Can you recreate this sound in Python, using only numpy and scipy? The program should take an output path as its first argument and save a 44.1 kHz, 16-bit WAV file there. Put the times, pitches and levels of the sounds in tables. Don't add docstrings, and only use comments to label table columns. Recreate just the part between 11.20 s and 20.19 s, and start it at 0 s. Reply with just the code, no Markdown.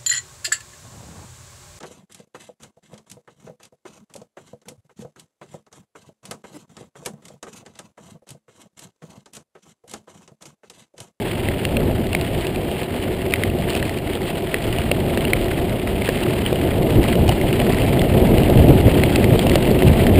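import sys
import numpy as np
from scipy import signal
from scipy.fft import rfft, irfft, next_fast_len
from scipy.io import wavfile
from scipy.ndimage import uniform_filter1d, minimum_filter1d, map_coordinates

SR = 44100
rng = np.random.default_rng(int(sys.argv[2]) if len(sys.argv) > 2 else 0)


def dump(signal):
    limited = np.clip(np.atleast_2d(signal).T, -1, 1)
    pcm = np.round(limited * 32767).astype(np.int16)
    wavfile.write(sys.argv[1], SR, pcm)


def natural_amplitude(level_db):
    exponent = np.asarray(level_db, float) / 20
    return 10 ** exponent


N = 396459

# start_s [s], strength_db [dB]
WIND_STRENGTH = [(0.0, -24), (0.17, -24), (0.65, -19), (0.85, -22), (1.55, -25), (2.4, -22), (2.9, -25),
                 (3.2, -25), (3.85, -20), (4.98, -22), (5.61, -17), (6.38, -17), (6.93, -14), (7.34, -13),
                 (7.51, -12), (7.79, -14), (8.59, -14), (8.99, -13)]
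# start_s [s], lift_db [dB]
GUST_LIFTS = [(0.1, -4), (0.29, 4), (0.58, 5), (1.17, 4), (1.26, -4), (1.58, -6), (1.66, -6), (2.3, 5),
              (2.52, -5), (3.3, -4), (3.5, 3), (4.2, 4), (4.4, 3), (5.56, 4), (6.09, 4), (5.785, 9),
              (6.01, 8), (6.16, -5), (6.97, 5), (7.11, 5), (7.39, 7), (7.49, 6), (7.67, 4), (7.72, -4),
              (8.14, 3), (8.21, -7), (8.41, -5), (8.61, -5), (8.68, 6), (8.92, 7)]
# frequency_hz [Hz], density_db [dB per Hz]
BUFFET_SPECTRUM = [(8.8, -41), (15, -5.5), (91, 5), (145, 2.5), (178, -2), (224, -1), (320, -8.5),
                   (420, -34), (700, -120)]
# frequency_hz [Hz], density_db [dB per Hz]
ROAR_SPECTRUM = [(88, -28), (150, -3.5), (315, -4.5), (367, -1), (420, -6), (684, -10), (770, -17.5),
                 (858, -18.5), (1040, -31), (1300, -33), (1690, -56), (2860, -120)]


def wind():
    calm_db = -19
    strength_db, = curves(WIND_STRENGTH)
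    above_calm_db = strength_db - calm_db
    gust_db = swells(GUST_LIFTS, half_s=.035)
    buffet_db = calm_db - 2.8 + 1.1 * above_calm_db + gust_db
    roar_db = calm_db - 3.3 + .9 * above_calm_db + .5 * gust_db
    eddy_db = 1.56 * wobble(30)
    buffet = filtered(rng.standard_normal(N), shape(BUFFET_SPECTRUM))
    roar = filtered(natural_amplitude(eddy_db) * rng.standard_normal(N), shape(ROAR_SPECTRUM))
    return natural_amplitude(buffet_db) * unit(buffet) + natural_amplitude(roar_db) * unit(roar)


# start_s [s], peak_db [dB], ring_hz [Hz], snap_db (treble) [dB]
HARD_JOLTS = [(0.2862, -12.5, 2000, -30), (0.4514, -5.5, 2800, -25), (0.5682, -6, 2720, -33),
              (0.9303, -14, 2730, -17), (0.9492, -6, 2200, -18), (1.359, -15, 2420, -24),
              (2.1375, -2.5, 2180, -22), (2.2356, -8, 2070, -21), (2.5017, -16, 2860, -11),
              (2.551, -14, 2550, -17), (2.6264, -12.5, 1910, -24), (3.3428, -3, 2000, -33),
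              (3.7147, -1.5, 2710, -27), (3.9739, -12, 1830, -15), (4.0507, -8, 2720, -30),
              (4.1335, -1.5, 2250, -31), (4.89, -11, 1780, -15), (5.2624, -11, 3030, -27),
              (6.0913, -5.5, 2940, -19), (6.8169, -11.5, 2010, -14), (7.182, -11, 2900, -18),
              (7.8357, -5, 2060, -29), (7.9588, -3, 2670, -20), (8.0422, -8.5, 2100, -22),
              (8.1925, -9, 3270, -16), (8.268, -10, 2770, -16), (8.296, -14, 2740, -9),
              (8.356, -4, 2770, -15), (8.622, -10, 2030, -20), (8.867, -9.5, 1890, -20)]


def jolts():
    t = np.arange(SR // 20) / SR
    ring, rattle, snap, contact = np.zeros((4, N + len(t)))
    rise = (1 - np.exp(-t / .0004)) ** 2
    touch = np.exp(-((t - .0006) / .00005) ** 2)
    for start_s, peak_db, ring_hz, snap_db in HARD_JOLTS + taps():
        t60 = .009 - .00012 * peak_db
        at = slice(round(start_s * SR), round(start_s * SR) + len(t))
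        swell = natural_amplitude(peak_db - 60 * t / max(t60, .004)) * rise
        rattle_grit, snap_grit = rng.standard_normal((2, len(t)))
        waver = .22 * np.cumsum(rattle_grit) * np.sqrt(ring_hz / SR)
        ring[at] += natural_amplitude(3.5) * swell * np.sin(2 * np.pi * ring_hz * t + waver)
        rattle[at] += natural_amplitude(3.5) * swell * rattle_grit
        contact[at] += natural_amplitude(1.15 * peak_db + 1) * touch
        snap[at] += natural_amplitude(snap_db + 23) * swell * snap_grit * natural_amplitude(-60 * t / 0.036)
    treble = modes([(4180, 4000, 0)])
    click = filtered(contact, modes([(2550, 2400, 2.5)]))
    rattle = filtered(rattle, lambda hz: case_modes(hz) + natural_amplitude(-27) * (hz < 4000))
    return ring[:N] + click + rattle + filtered(snap, lambda hz: treble(hz) ** 2)


# start_s [s], peak_db [dB], ring_hz [Hz]
LIGHT_TAPS = [(1.0116, -17, 2600), (1.268, -13.5, 2770), (2.1081, -18, 2980), (2.1221, -19, 2440),
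              (2.1583, -15, 2110), (2.2993, -18, 2640), (2.5744, -18, 3140), (2.6943, -15.5, 1990),
              (2.7856, -19, 2830), (3.5263, -16, 2890), (3.5848, -15, 2920), (4.0073, -14.5, 3070),
              (4.8202, -15, 2170), (4.877, -14, 1820), (5.358, -16, 2810), (5.8396, -16, 2060),
              (5.926, -14.5, 3230), (6.213, -15, 2040), (6.328, -11, 2830), (6.3996, -14.5, 2990),
              (6.585, -16, 2090), (6.6189, -15, 2630), (6.7935, -15, 3450), (7.2335, -15, 2780),
              (7.3736, -12.5, 2630), (8.316, -13, 2020), (8.513, -18, 4500), (8.4537, -15, 2340),
              (8.5894, -15, 2720), (8.683, -12.5, 2760)]
# start_s [s], peak_db [dB]
GRIT_FLECKS = [(1.632, -23), (2.3865, -24), (2.412, -27), (2.496, -20), (2.5324, -19), (2.5637, -20),
               (2.6524, -23), (2.7746, -23), (2.9528, -22), (3.0884, -23), (3.4233, -23), (4.2428, -22),
               (4.4952, -22), (4.8574, -19), (5.005, -21), (5.036, -23), (5.1063, -22), (5.3285, -21),
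               (5.6296, -25), (5.705, -19), (5.8311, -19), (5.9549, -20), (6.0791, -16), (6.5231, -17),
               (6.6633, -20), (7.0712, -19), (7.299, -18), (7.4843, -17), (8.426, -15), (8.6755, -20)]


def taps():
    rows = LIGHT_TAPS + chatter()
    luck = rng.random(len(rows)) - .5
    notes_hz = rng.uniform(1900, 3200, len(GRIT_FLECKS))
    light = [(s, db, hz, -27 - .45 * db + 10 * u) for (s, db, hz), u in zip(rows, luck)]
    flung = [(s, db, hz, -13) for (s, db), hz in zip(GRIT_FLECKS, notes_hz)]
    return light + flung


def chatter():
    count = 40
    roll_s, crunch_db = np.transpose(ROLLING)
    slot, size, note, detune = rng.random((count, 4)).T
    when = (np.arange(count) + slot) / count * (N / SR)
    roughness_db = np.interp(when, roll_s, crunch_db) - crunch_db.mean()
    db = -23 + 6 * (size - .5) + .8 * roughness_db
    hz = np.where(note < .5, 2030, 2830) * (1 + .16 * (detune - .5))
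    return list(zip(when, db, hz))


# centre_hz [Hz], width_hz [Hz], level_db [dB]
CASE_RESONANCES = [(2060, 780, 0.5), (2770, 710, 7.5), (3260, 590, 3), (4110, 170, -0.5), (4900, 900, -15)]


def case_modes(hz):
    return modes(CASE_RESONANCES)(hz)


# start_s [s], peak_db [dB], pitch_hz [Hz]
MOUNT_BUMPS = [(0.285, -17, 506), (0.949, -16, 690), (1.267, -16, 519), (2.499, -20, 536),
               (2.552, -14, 479), (2.958, -16, 495), (3.341, -13, 500), (3.585, -16, 696),
               (3.714, -7.5, 552), (3.974, -11.5, 540), (4.133, -16, 425), (4.818, -18, 574),
               (4.889, -5, 480), (5.327, -6.5, 482), (5.954, -9, 460), (6.093, -8.5, 760), (7.18, -11, 533),
               (7.681, -4.5, 516), (7.837, -10, 552), (8.044, -10, 431), (8.192, -10.5, 690),
               (8.266, -9, 674), (8.356, -4, 570), (8.513, -5, 430), (8.621, -13, 675), (8.867, -16, 630)]


def bumps():
    t60 = .019
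    t = np.arange(SR // 20) / SR
    rise = 1 - np.exp(-t / 0.00033)
    knock = np.zeros(N + len(t))
    for start_s, peak_db, pitch_hz in MOUNT_BUMPS:
        swing = natural_amplitude(peak_db + 3.5 - 60 * t / t60) * rise
        knock[round(start_s * SR):][:len(t)] += swing * np.sin(2 * np.pi * pitch_hz * t)
    return knock[:N]


# start_s [s], crunch_db [dB]
ROLLING = [(0.0, -32), (0.7, -35), (1.1, -33), (2.2, -34), (2.35, -37), (2.55, -33.5), (2.95, -33.5),
           (3.5, -31.5), (3.75, -33), (4.25, -31.5), (4.6, -33), (5.0, -31), (5.5, -32.5), (6.0, -29.5),
           (6.55, -28.5), (6.98, -32), (7.15, -29.5), (8.99, -28.5)]
# start_s [s], lift_db [dB]
DEEP_PATCHES = [(1.03, 3), (1.62, 3), (1.83, 2), (2.39, 4), (2.51, 3), (2.565, 6), (4.3, 2), (5.08, 3),
                (5.7, 2), (5.9, 3), (8.23, 2), (8.3, 2)]


def rolling_level():
    return curves(ROLLING)[0] - .5 + swells(DEEP_PATCHES, half_s=.03)


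# frequency_hz [Hz], density_db [dB per Hz]
STONE_SPECTRUM = [(470, -35), (800, 6), (1270, -10.5), (1610, -20), (1970, -10.5), (2370, -9), (2830, -4.5),
                  (4280, -11), (5020, -13), (5990, -16), (7790, -76), (13200, -120)]


def tyres(crunch_db):
    clumps_db = 1.1 * wobble(30) + 2.6 * wobble(120)
    stones = shape(STONE_SPECTRUM)
    rubbing = natural_amplitude(0.91 * clumps_db) * rng.standard_normal(N)
    crackle = filtered(grains(3600, 1.03 * clumps_db), lambda hz: case_modes(hz) + natural_amplitude(-6.5) * (hz > 900))
    hiss = filtered(rubbing, lambda hz: stones(hz) * (1 + 0.3 * abs(case_modes(hz))))
    crunch = natural_amplitude(0.5) * unit(crackle) + unit(hiss)
    return natural_amplitude(crunch_db) * unit(crunch)


def grains(rate, clumps_db):
    when, size, pitch, life = rng.random((int(rate * N / SR), 4)).T
    at = (when * N).astype(int)
    hz = 1100 * 4.5 ** pitch
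    decay = hz / (0.31 + 1.2 * life)
    t = np.arange(200) / SR
    size_db = 10.5 * np.sqrt(abs(np.log(size + .004)))
    gain = natural_amplitude(size_db + np.minimum(clumps_db[at], 5.5))
    ticks = gain[:, None] * np.exp(-t * decay[:, None]) * np.sin(2 * np.pi * hz[:, None] * t)
    places = at[:, None] + np.arange(len(t))
    return unit(np.bincount(places.ravel(), ticks.ravel())[:N])


# centre_hz [Hz], width_hz [Hz], level_db [dB]
FRAME_RESONANCES = [(366, 30, 0), (692, 45, -9), (985, 30, -24)]


def frame(crunch_db):
    drone = filtered(rng.standard_normal(N), modes(FRAME_RESONANCES))
    return natural_amplitude(1.1 * crunch_db + 6.3 + 1.3 * wobble(6)) * unit(drone)


def unit(x):
    return x / np.sqrt(np.mean(x ** 2) + 1e-20)


def shape(points):
    f, db = np.transpose(points)
    return lambda hz: natural_amplitude(np.interp(np.log(hz + 1), np.log(f + 1), db))


def modes(rows):
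    def response(f):
        total = 0
        for k, (centre, width, db) in enumerate(rows):
            damping = 1j * f * width
            total = total + (-1) ** k * natural_amplitude(db) * damping / (centre * centre - f * f + damping)
        return total
    return response


def curves(rows):
    s, *cols = np.transpose(rows)
    return [np.interp(np.arange(N) / SR, s, c) for c in cols]


def swells(rows, half_s):
    return sum(db * np.exp(-((np.arange(N) / SR - s) / half_s) ** 2) for s, db in rows)


def wobble(rate):
    return map_coordinates(rng.standard_normal(N // 100), [np.arange(N) * rate / SR])


def filtered(x, response):
    m = next_fast_len(N + SR // 2)
    return irfft(rfft(x, m) * response(np.fft.rfftfreq(m, 1 / SR)), m)[..., :N]


def opened(band, over_db, hold):
    power = uniform_filter1d(band ** 2, SR // 300)
    usual = uniform_filter1d(band ** 2, SR // 2)
    loud = power > natural_amplitude(2 * over_db) * usual
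    kept = 1 - minimum_filter1d(1. - loud, round(hold * SR))
    return band * uniform_filter1d(kept, SR // 200)


def scene():
    crunch_db = rolling_level()
    return (wind() + jolts() + bumps() + tyres(crunch_db) + frame(crunch_db))[None]


def band_limit(x):
    return signal.sosfilt(signal.butter(12, 16620, fs=SR, output="sos"), x)


def record(dry):
    hold_hz, clock_hz = 12000, 48000
    smooth = filtered(dry, lambda hz: 1 / (1 + (hz / 5200) ** 12) * (hz < hold_hz / 2) * (hz > 12))
    limited = smooth / (1 + np.abs(smooth / 1.1) ** 8) ** (1 / 8)
    sampled = limited * (1 + 2 * np.cos(2 * np.pi * hold_hz * np.arange(N) / SR + np.pi / 4))
    held = filtered(sampled, lambda hz: np.sinc(hz / hold_hz) / np.sinc(hz / clock_hz))
    band = lambda lo, hi: filtered(held, lambda hz: (hz >= lo) & (hz < hi))
    high = natural_amplitude(-11) * opened(band(15290, 15800), over_db=7, hold=.016)
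    highest = natural_amplitude(-13) * opened(band(15800, 16620), over_db=14, hold=.002)
    return band_limit(band(0, 15290) + high + highest)


dry = scene()
out = record(dry)
dump(out)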